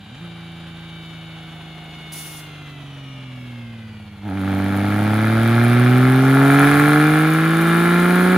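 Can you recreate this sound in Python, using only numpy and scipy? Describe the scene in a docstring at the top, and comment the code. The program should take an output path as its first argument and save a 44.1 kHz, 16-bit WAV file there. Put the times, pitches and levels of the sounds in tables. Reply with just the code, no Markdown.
"""A six-cylinder race car on an outdoor chassis dynamometer, heard from behind: a blip, a coast down, a full-throttle pull.
The engine sums firing-rate harmonics and slower beats with a throb, bark, crack and hiss at the firings, over a rumble.
The tyres sing on the rollers: tread-rate lines and a thin whine over a coloured noise roar.
Compressed air puffs as a fading noise burst; a sine hum runs throughout and low wind thumps come late, as decaying sines."""
import sys
import numpy as np
from scipy import signal
from scipy.fft import rfft, irfft, next_fast_len
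from scipy.io import wavfile
from scipy.ndimage import uniform_filter1d

SR = 44100
rng = np.random.default_rng(int(sys.argv[2]) if len(sys.argv) > 2 else 0)


def generate_wav(sig):
    """Save sig (samples, or channels by samples) to the path in sys.argv[1] as 16-bit PCM at SR."""
    pcm = np.round(np.clip(np.atleast_2d(sig).T, -1, 1) * 32767).astype(np.int16)
    wavfile.write(sys.argv[1], SR, pcm)


N = 369116

# engine speed before the driveline kick: (t/s, firing rate/Hz)
SPEED = [(0, 97.3), (.09, 105.2), (.14, 125.2), (.23, 172.5), (.3, 167.6), (1, 163.9), (2.25, 156),
         (2.4, 153.4), (2.6, 148.8), (3.2, 131.1), (3.6, 118), (3.9, 109.3), (4.2, 100.3), (4.36, 96.4),
         (4.6, 96.8), (4.8, 99.7), (5.1, 106.1), (5.6, 117.6), (6.6, 141.1), (7.2, 155.4), (8.37, 184.6)]
# one row a cylinder in firing order, before scaling: (strength/dB, lateness/share of the firing gap)
CYLINDERS = [(10, 0.041), (-0.5, -0.035), (8, 0.035), (7.5, -0.023), (3.5, 0.051), (3, -0.068)]
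OPENS_S, OPENING_S = 4.2, 0.063  # the throttle goes to full load


def gain_of(db):
    """Turns decibels into an amplitude factor."""
    return 10 ** (np.asarray(db) / 20)


def evened(x):
    """Scales x to rms 1."""
    return x / np.sqrt(np.mean(x ** 2) + 1e-20)


def read(points, hz):
    """Reads a table of values against frequency on a logarithmic axis."""
    f, value = np.transpose(points)
    return np.interp(np.log(hz + 1), np.log(f + 1), value)


def curves(rows):
    """Draws each column of a timed table as a line over the whole scene."""
    s, *columns = np.transpose(rows)
    return [np.interp(np.arange(N) / SR, s, c) for c in columns]


def coloured(x, spectrum):
    """Passes x through a causal minimum-phase filter of energy 1 with the given spectrum."""
    log_gain = read(spectrum, abs(np.fft.fftfreq(8192, 1 / SR))) * np.log(10) / 20
    response = np.exp(np.conj(signal.hilbert(log_gain)))
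    taps = np.fft.ifft(response).real[:4096]
    return signal.oaconvolve(x, taps / np.linalg.norm(taps))[:N]


def drift(per_s):
    """Slow chance of rms 1: noise smoothed twice over 1 / per_s seconds."""
    span = max(int(SR / per_s), 2)
    smooth = uniform_filter1d(rng.standard_normal(N), span)
    return evened(uniform_filter1d(smooth, span))


def clicks(at, size):
    """Band-limited clicks at exact places between samples, as windowed sincs."""
    index = np.floor(at).astype(int)[:, None] + np.arange(-7, 9)
    off = index - at[:, None]
    out = np.zeros(N + 40000)
    shape = np.sinc(off) * np.cos(np.pi * off / 18) ** 2
    np.add.at(out, np.clip(index, 0, None), size[:, None] * shape)
    return out[:N]


def throttle():
    """0 when shut, 1 when wide open, and the seconds since it began to open."""
    since = np.maximum(np.arange(N) / SR - OPENS_S, 0)
    return np.minimum(since / OPENING_S, 1), since


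def blend(shut, wide):
    """Moves from the throttle-shut value to the wide-open one as the throttle opens."""
    return shut + throttle()[0] * (wide - shut)


def firing_rate():
    """Firings per second; the driveline winds up and rings out as the throttle opens."""
    kick_share, kick_lag_s, kick_decay_s, kick_hz = .085, .035, .12, 9
    wound = np.maximum(throttle()[1] - kick_lag_s, 0)
    kick = np.exp(-wound / kick_decay_s) * np.sin(2 * np.pi * kick_hz * wound)
    return curves(SPEED)[0] * (1 + kick_share * kick)


def harmonic_levels(rate, drive_db, bark_db):
    """Level of each firing-rate harmonic: drive, pipe resonances and, under load, a gain from the bark."""
    # one row a harmonic: (throttle shut/dB on the drive, open/dB on the drive, gain/dB per dB of bark)
    harmonics = [(8, 11.5, 0), (3, 5.5, 0), (-9.5, 0.24, 0), (-35, -9.5, 0), (-29, -0.5, 1.8),
                 (-27, -2, 0.5)]
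    # what the pipe passes when coasting: (f/Hz, level/dB)
    pipe_shut = [(95, -13.5), (118, 4), (140, 5.5), (165, 1), (200, -1.5), (236, 6), (270, 2.5),
                 (320, -4.5), (400, -10.5), (510, -10)]
    # what the pipe passes under load: (f/Hz, level/dB)
    pipe_open = [(90, -4.5), (110, 0.7), (125, 4), (150, -2.1), (185, 4), (230, 5.3), (285, 9), (320, 4.5),
                 (360, 3.1), (430, 5.5), (470, -1), (510, -11.5), (560, -1.5), (620, -8.5), (700, -7.4),
                 (780, -4), (860, -9), (1000, -25), (1120, -10)]
    usual_bark_db = -31  # the bark at which the harmonics gain nothing
    levels = []
    for k, (shut, wide, per_db) in enumerate(harmonics, 1):
        coasting_db = shut + read(pipe_shut, k * rate)
        loaded_db = wide + read(pipe_open, k * rate) + per_db * (bark_db - usual_bark_db)
        levels.append(drive_db + blend(coasting_db, loaded_db))
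    return levels


def clean_tones(turns, harmonic_db):
    """The pipe delays each harmonic differently, which spreads the pulse."""
    return sum(np.sqrt(2) * gain_of(db + .3 * drift(25)) * np.cos(2 * np.pi * k * turns + .9 * k ** 2)
               for k, db in enumerate(harmonic_db, 1))


def lope(rate, turns, drive_db):
    """One cylinder fires weakly: the beats line up against the harmonics once a cycle."""
    # beats between the harmonics, before sway: (f/sixths of the firing rate,
    # coasting slow/dB, coasting fast/dB, loaded slow/dB, loaded fast/dB)
    beats = [(2, -80, -65, -70, -59), (3, -61, -52.5, -55, -48), (4, -67, -48, -72, -62),
             (5, -53, -57, -63, -55), (7, -62, -56.5, -51, -59), (8, -51.5, -57, -39.5, -32.5),
             (9, -53, -58.5, -40.5, -37), (10, -54, -71, -62, -41), (11, -65, -83, -69, -44),
             (13, -60, -72, -68, -51), (14, -65, -62.5, -40, -36), (15, -79, -83, -33, -45),
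             (16, -62, -78, -39, -49.5)]
    slow, fast = 100, 170  # firings per s
    full_drive_db, weak_slope = -32.5, 3  # below this drive, loaded beats lose dB per dB
    quickness = (rate - slow) / (fast - slow)
    weak_db = weak_slope * np.minimum(drive_db - full_drive_db, 0)
    sways = [3.0 * drift(2.3) for _ in CYLINDERS]
    out = np.zeros(N)
    for k, shut_slow, shut_fast, open_slow, open_fast in beats:
        coasting_db = shut_slow + quickness * (shut_fast - shut_slow)
        loaded_db = open_slow + quickness * (open_fast - open_slow) + weak_db
        level = gain_of(blend(coasting_db, loaded_db) + sways[round(k) % len(sways)])
        order = k / len(CYLINDERS)
        out -= np.sqrt(2) * level * np.cos(2 * np.pi * order * turns + .9 * order ** 2)
    return out


def roughness(rate):
    """Gas share of the bark, gas share of the crack, and mismatch of the two cylinder banks."""
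    # under load: (firing rate/Hz, gas in the bark/0-1, gas in the crack/0-1, bank mismatch/0-1)
    rough_open = [(124, .4, .62, 1), (136, .28, .32, 1), (153, .3, .32, .8), (167, .25, .24, .2),
                  (185, .25, .22, .15)]
    # when coasting: (gas in the bark/0-1, gas in the crack/0-1, bank mismatch/0-1)
    rough_shut = (.8, .95, 1)
    speed, *shares = np.transpose(rough_open)
    return [blend(shut, np.interp(rate, speed, wide)) for shut, wide in zip(rough_shut, shares)]


def uneven_firings(turns, mismatch):
    """Strength and lateness of every firing: a cylinder averaged with its twin, plus their mismatch."""
    count = np.arange(1, int(turns[-1]))
    table = np.array(CYLINDERS)
    own = table[count % len(CYLINDERS)].T
    twin = table[(count + len(CYLINDERS) // 2) % len(CYLINDERS)].T
    return (own + twin + np.interp(count, turns, mismatch) * (own - twin)) / 2


def firings(rate, turns, lateness, size):
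    """A click per firing, near rms 1 at any speed because each grows with the root of its gap."""
    count = np.arange(1, int(turns[-1]))
    at = np.interp(count + lateness, turns, np.arange(N))
    return np.sqrt(SR / rate) * clicks(at, size / np.sqrt(np.mean(size ** 2)))


def with_gas(pulses, share, turns):
    """Gas rushes out just after each valve opens: gusting noise takes its share of the energy."""
    gust = 0.41 + np.exp(-(turns % 1) / 0.22)
    gas = evened(gust * rng.standard_normal(N))
    return np.sqrt(1 - share) * pulses + np.sqrt(share) * gas


def throb(rate, turns, strength_db, chance, first_db):
    """What differs between cylinders sounds at sixths of the firing rate."""
    # relative spectrum: (f/Hz, level/dB)
    throb_colour = [(35, -48), (60, -13.5), (110, -18), (240, -5.5), (400, -8), (600, -3), (900, -50.5)]
    # below the first harmonic: (throttle shut/dB, open/dB)
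    uneven_db = (-21, -19.5)
    surplus = gain_of(strength_db + .45 * chance)
    pulses = firings(rate, turns, 0, surplus - surplus.mean())
    return coloured(pulses, throb_colour) * gain_of(first_db + blend(*uneven_db))


def bark(rate, turns, strength_db, late, chance, jitter, gas_share, level_db):
    """Uneven firing pulses and rushing gas, coloured as the bark of the pipe."""
    # relative spectrum: (f/Hz, level/dB)
    bark_colour = [(250, -65.5), (420, 0.5), (560, 1), (720, 11), (880, 9), (1020, -6.5), (1300, -33.5)]
    pulses = firings(rate, turns, .5 * late + jitter, gain_of(.9 * strength_db + .8 * chance))
    return coloured(with_gas(pulses, gas_share, turns), bark_colour) * gain_of(level_db)


def crack(rate, turns, strength_db, late, chance, jitter, gas_share, level_db):
    """Sharp pulse fronts and gas at the tailpipe; each pulse echoes once in the pipe."""
    # relative spectrum: (f/Hz, level/dB)
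    crack_colour = [(590, -7.5), (1000, -7), (1050, -1.5), (1230, 6), (1600, 6), (1840, 0.5), (2370, 2),
                    (2660, -11), (3640, -7.5), (5390, -22.5), (6500, -29), (8450, -70), (14300, -120)]
    # the pipe dulls each pulse front: (f/Hz, relative level/dB)
    blunt = [(100, 0), (1650, 0), (2000, -6), (2500, -8), (3200, -16), (16000, -22)]
    pulses = firings(rate, turns, late + jitter, gain_of(1.2 * strength_db + .9 * chance))
    pulses = .85 * pulses + .5 * np.roll(pulses, round(.0029 * SR))  # the pipe echo, 2.9 ms later
    pulses = .39 * coloured(pulses, blunt)  # keeps the low part of the pulse at its level
    return coloured(with_gas(pulses, gas_share, turns), crack_colour) * gain_of(level_db)


def hiss(rate, turns, late, chance, crack_db):
    """A puff of gas at every firing: each click decays over about a millisecond and swells steady noise."""
    # relative spectrum: (f/Hz, level/dB)
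    hiss_colour = [(3500, -35), (5500, -18), (7000, -10), (8500, -3.5), (10500, 1), (12000, -9),
                   (14000, -2), (15800, -12)]
    # how the hiss follows the crack, throttle shut then open: (slope/dB per dB, offset/dB)
    hiss_law = [(.3, -50), (1.05, -15)]
    level_db = blend(*(slope * crack_db + offset for slope, offset in hiss_law))
    pulses = abs(firings(rate, turns, late, gain_of(3.4 * chance)))
    puffs = signal.lfilter([1], [1, -np.exp(-1 / (0.0011 * SR))], pulses)
    noise = evened((0.71 + evened(puffs)) * rng.standard_normal(N))
    return coloured(noise, hiss_colour) * gain_of(level_db)


def rumble():
    """Unsteady low noise under the engine."""
    # relative spectrum: (f/Hz, level/dB)
    rumble_colour = [(15, -12), (32, -24), (55, -18), (90, -12), (200, -12), (400, -16.5), (600, -44)]
    # before the unsteadiness: (t/s, level/dB)
    rumble_level = [(0, -62), (.5, -56), (2.2, -50.5), (3.6, -50.5), (4.3, -55), (4.6, -38), (5.4, -37),
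                    (6.3, -44), (6.8, -37), (7.4, -49), (8.37, -44)]
    level_db = curves(rumble_level)[0] + 3.1 * drift(5.0)
    return coloured(rng.standard_normal(N), rumble_colour) * gain_of(level_db)


def engine():
    """Clean low harmonics, uneven cylinders, and a bark, crack and puff of gas at every firing."""
    # the engine's mix: (t/s, drive of the clean harmonics/dB, pipe bark/dB, tailpipe crack/dB)
    engine_levels = [(0, -46.5, -56, -65), (.14, -52, -58, -68), (.18, -55, -54, -59), (.23, -42, -53, -48),
                     (.3, -46.5, -55.5, -53), (1, -47, -54.5, -53), (1.7, -49, -50.5, -53.5),
                     (2.4, -51.5, -52.5, -56), (3.2, -49.5, -56, -73), (4.2, -43.5, -56, -62),
                     (4.28, -40, -35.5, -42), (4.36, -37.5, -40.5, -39.5), (4.5, -34, -34.5, -34),
                     (5, -32.5, -30.5, -28.5), (5.6, -29.5, -33.5, -24.5), (6.2, -29, -31.5, -24),
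                     (6.42, -28, -26, -21), (6.65, -27.8, -25, -17), (6.7, -29.5, -26.5, -18.5),
                     (7, -27, -27.5, -19.5), (7.4, -30, -35.5, -22.5), (7.7, -30, -32.5, -20.5),
                     (8.37, -30.5, -29, -20.5)]
    rate = firing_rate()
    turns = np.cumsum(rate) / SR  # firings so far
    drive_db, bark_db, crack_db = curves(engine_levels)
    harmonic_db = harmonic_levels(rate, drive_db, bark_db)
    bark_gas, crack_gas, mismatch = roughness(rate)
    strength_db, late = uneven_firings(turns, mismatch)
    # throb and bark share their strength chance, bark and crack their timing chance
    body, timing, snap, puff = rng.standard_normal((4, len(late)))
    jitter = .003 * timing
    return (clean_tones(turns, harmonic_db) + lope(rate, turns, drive_db)
            + throb(rate, turns, strength_db, body, harmonic_db[0])
            + bark(rate, turns, strength_db, late, body, jitter, bark_gas, bark_db)
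            + crack(rate, turns, strength_db, late, snap, jitter, crack_gas, crack_db)
            + hiss(rate, turns, late, puff, crack_db) + rumble())


def tread_rate():
    """Tread pattern repeats per second: rolling free, then tied to the engine, slipping as rollers brake."""
    tread_per_firing, clutch_s = .5005, .3  # the clutch is in from this time
    free_tread, free_slowing = 86.4, 8  # before that: repeats per s, lost per s
    slip, brakes_s, braking_s = .008, 2.3, .4  # share of tread speed lost, from when, how soon
    t = np.arange(N) / SR
    rate = np.where(t < clutch_s, free_tread - free_slowing * t, tread_per_firing * curves(SPEED)[0])
    braking = np.clip((t - brakes_s) / braking_s, 0, 1)
    return rate * (1 - slip * braking * (1 - throttle()[0]))


def singing(rate):
    """The tread sings on multiples of its repeat rate, each line swelling a little."""
    # lines before swells and carry: (f/multiple of the repeat rate, relative level/dB)
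    tread_lines = [(9, -1.5), (10, -5), (18, -6), (19, -3.5), (27, -4.5), (28, -0.5), (33, -6), (34, -4),
                   (36, -1.5), (37, 1.5), (41, -22), (43, 2.5), (45, -1), (46, 2), (47, -5), (52, -3.5),
                   (54, -2), (55, -2), (58, -11), (61, -16), (62, -7), (64, -15), (67, -20)]
    # how the singing carries: (f/Hz, relative level/dB)
    carry = [(400, 2), (1500, 6), (1850, 1), (2200, 9.5), (2550, 1), (2950, 7), (3300, -2), (3700, 3),
             (4300, -6), (5000, -9), (6000, -35)]
    turns = np.cumsum(rate * (1 + 0.000918 * drift(29.0))) / SR
    swells = [2.5 * drift(3) for _ in range(4)]
    out = np.zeros(N)
    for k, (multiple, db) in enumerate(tread_lines):
        level = gain_of(db + swells[k % len(swells)] + read(carry, multiple * rate))
        out += level * np.cos(2 * np.pi * (multiple * turns + rng.random()))
    return evened(out)


def tread_whine(rate):
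    """A thin whine, unsteady in pitch and level, high above the tread rate."""
    # against the rolling roar, before flutter: (f/Hz, level/dB)
    whine_level = [(4000, -15), (5300, -17), (6200, -21.5), (7500, -23)]
    hz = 85 * rate
    tone = np.cos(2 * np.pi * np.cumsum(hz * (1 + .009 * drift(300))) / SR)
    return gain_of(read(whine_level, hz) + 2.2 * drift(12)) * tone


def rolling_roar():
    """Coloured noise of the rolling tyres, with a quick flutter in level."""
    # relative spectrum: (f/Hz, level/dB)
    roar_colour = [(200, -21), (400, 3.5), (800, -1.5), (1050, 5), (1500, 4), (1950, 1), (2500, 2),
                   (3300, 4.5), (4300, -6), (5300, -16), (7000, -15), (10500, -18.5), (15800, -50)]
    return coloured(rng.standard_normal(N) * gain_of(1.4 * drift(90)), roar_colour)


def tyres():
    """The tyres on the rollers: singing lines, and a whine that follows the level of the roar."""
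    # the tyre mix: (t/s, singing/dB, rolling roar/dB)
    tyre_level = [(0, -47, -48), (1.7, -44.5, -46.5), (2.3, -45, -44.5), (2.7, -46, -46.5),
                  (3.3, -48.5, -47.5), (4.2, -52.5, -51), (4.5, -46, -43.5), (8.37, -36, -38)]
    rate = tread_rate()
    singing_db, roar_db = curves(tyre_level)
    return singing(rate) * gain_of(singing_db) + (rolling_roar() + tread_whine(rate)) * gain_of(roar_db)


def hum():
    """A steady-pitched low hum nearby, wavering slightly in level."""
    # before the waver: (f/Hz, level/dB)
    hum_tones = [(53.8, -58)]
    t = np.arange(N) / SR
    return sum(np.sqrt(2) * gain_of(db + 0.88 * drift(8.6)) * np.sin(2 * np.pi * hz * t)
               for hz, db in hum_tones)


def air_puff():
    """A valve lets off compressed air: the pressure sinks, then the valve closes."""
    # relative spectrum: (f/Hz, level/dB)
    air_colour = [(2000, -25), (3500, -10.5), (6000, -8), (8000, -7), (10500, -1), (12000, -8), (15800, -6)]
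    start_s, start_db, rise_s = 2.118, -32.5, 0.0071
    fade_db_per_s, shuts_s, shut_db_per_s = 32, 2.38, 168  # the closing adds to the fade
    t = np.arange(N) / SR
    closing_db = shut_db_per_s * np.maximum(t - shuts_s, 0)
    level_db = start_db - fade_db_per_s * (t - start_s) - closing_db
    level = np.clip((t - start_s) / rise_s, 0, 1) * gain_of(level_db + 1.23 * drift(62))
    return coloured(rng.standard_normal(N), air_colour) * level


def wind_thumps():
    """Low wind thumps at the microphone: short sines that swell and die away."""
    # one row a thump: (t/s, approximate envelope peak/dB, f/Hz)
    thumps = [(5.359, -36, 60), (6.619, -33, 60), (8.329, -47, 61)]
    t = np.arange(N) / SR
    out = np.zeros(N)
    for s, db, hz in thumps:
        u = np.maximum(t - s, 0)
        envelope = np.e * u / .014 * np.exp(-u / 0.015)
        out += gain_of(db) * envelope * np.sin(2 * np.pi * hz * u)
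    return out


def ports(x):
    """Direct sound reaches two ports with a phase lead; scatter from ground and car has opposite signs."""
    # how far the left port leads: (f/Hz, phase/rad)
    lead = [(0, 0), (300, 0), (900, -.45), (2600, -.5), (3500, -.2), (6200, 0), (8300, -3.1),
            (15800, -15.8)]
    # direct sound, left minus right: (f/Hz, level/dB)
    louder = [(60, -0.73), (150, -0.088), (380, -2.2), (950, 1.0), (2380, 1.0), (5980, 1), (15000, -1)]
    # scattered against direct sound: (f/Hz, level/dB)
    scattered = [(20, -8), (45, -12), (75, -26), (200, -24), (400, -17), (1000, -13), (3000, -8),
                 (5500, -1), (8000, -8), (15800, -8)]
    size = next_fast_len(N + SR)
    hz, t = np.fft.rfftfreq(size, 1 / SR), np.arange(SR // 2) / SR
    tail = rng.standard_normal(len(t)) * gain_of(-60 * t / .3)  # falls 60 dB in 0.3 s
    scatter = rfft(tail, size)
    scatter *= gain_of(read(scattered, hz)) / np.sqrt(np.mean(abs(scatter) ** 2))
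    # half the difference goes to each side
    half = np.exp(.5j * np.interp(hz, *np.transpose(lead))) * gain_of(read(louder, hz) / 2)
    left_right = np.array([(1 + scatter) * half, (1 - scatter) / half])
    return irfft(rfft(x, size) * left_right, size)[:, :N]


def scene():
    """Engine, tyres, hum, air puff and wind thumps, heard at the two microphone ports."""
    return ports(engine() + tyres() + hum() + air_puff() + wind_thumps())


def record(dry):
    """The microphone drops the deepest bass; then the band limit takes off the top."""
    edge_hz = 15800
    dry = signal.sosfilt(signal.butter(2, 38, "high", fs=SR, output="sos"), dry)
    band_limit = signal.firwin(1023, edge_hz, window=("kaiser", 9), fs=SR)
    return signal.oaconvolve(dry, band_limit[None], "same")


dry = scene()
out = record(dry)
generate_wav(out)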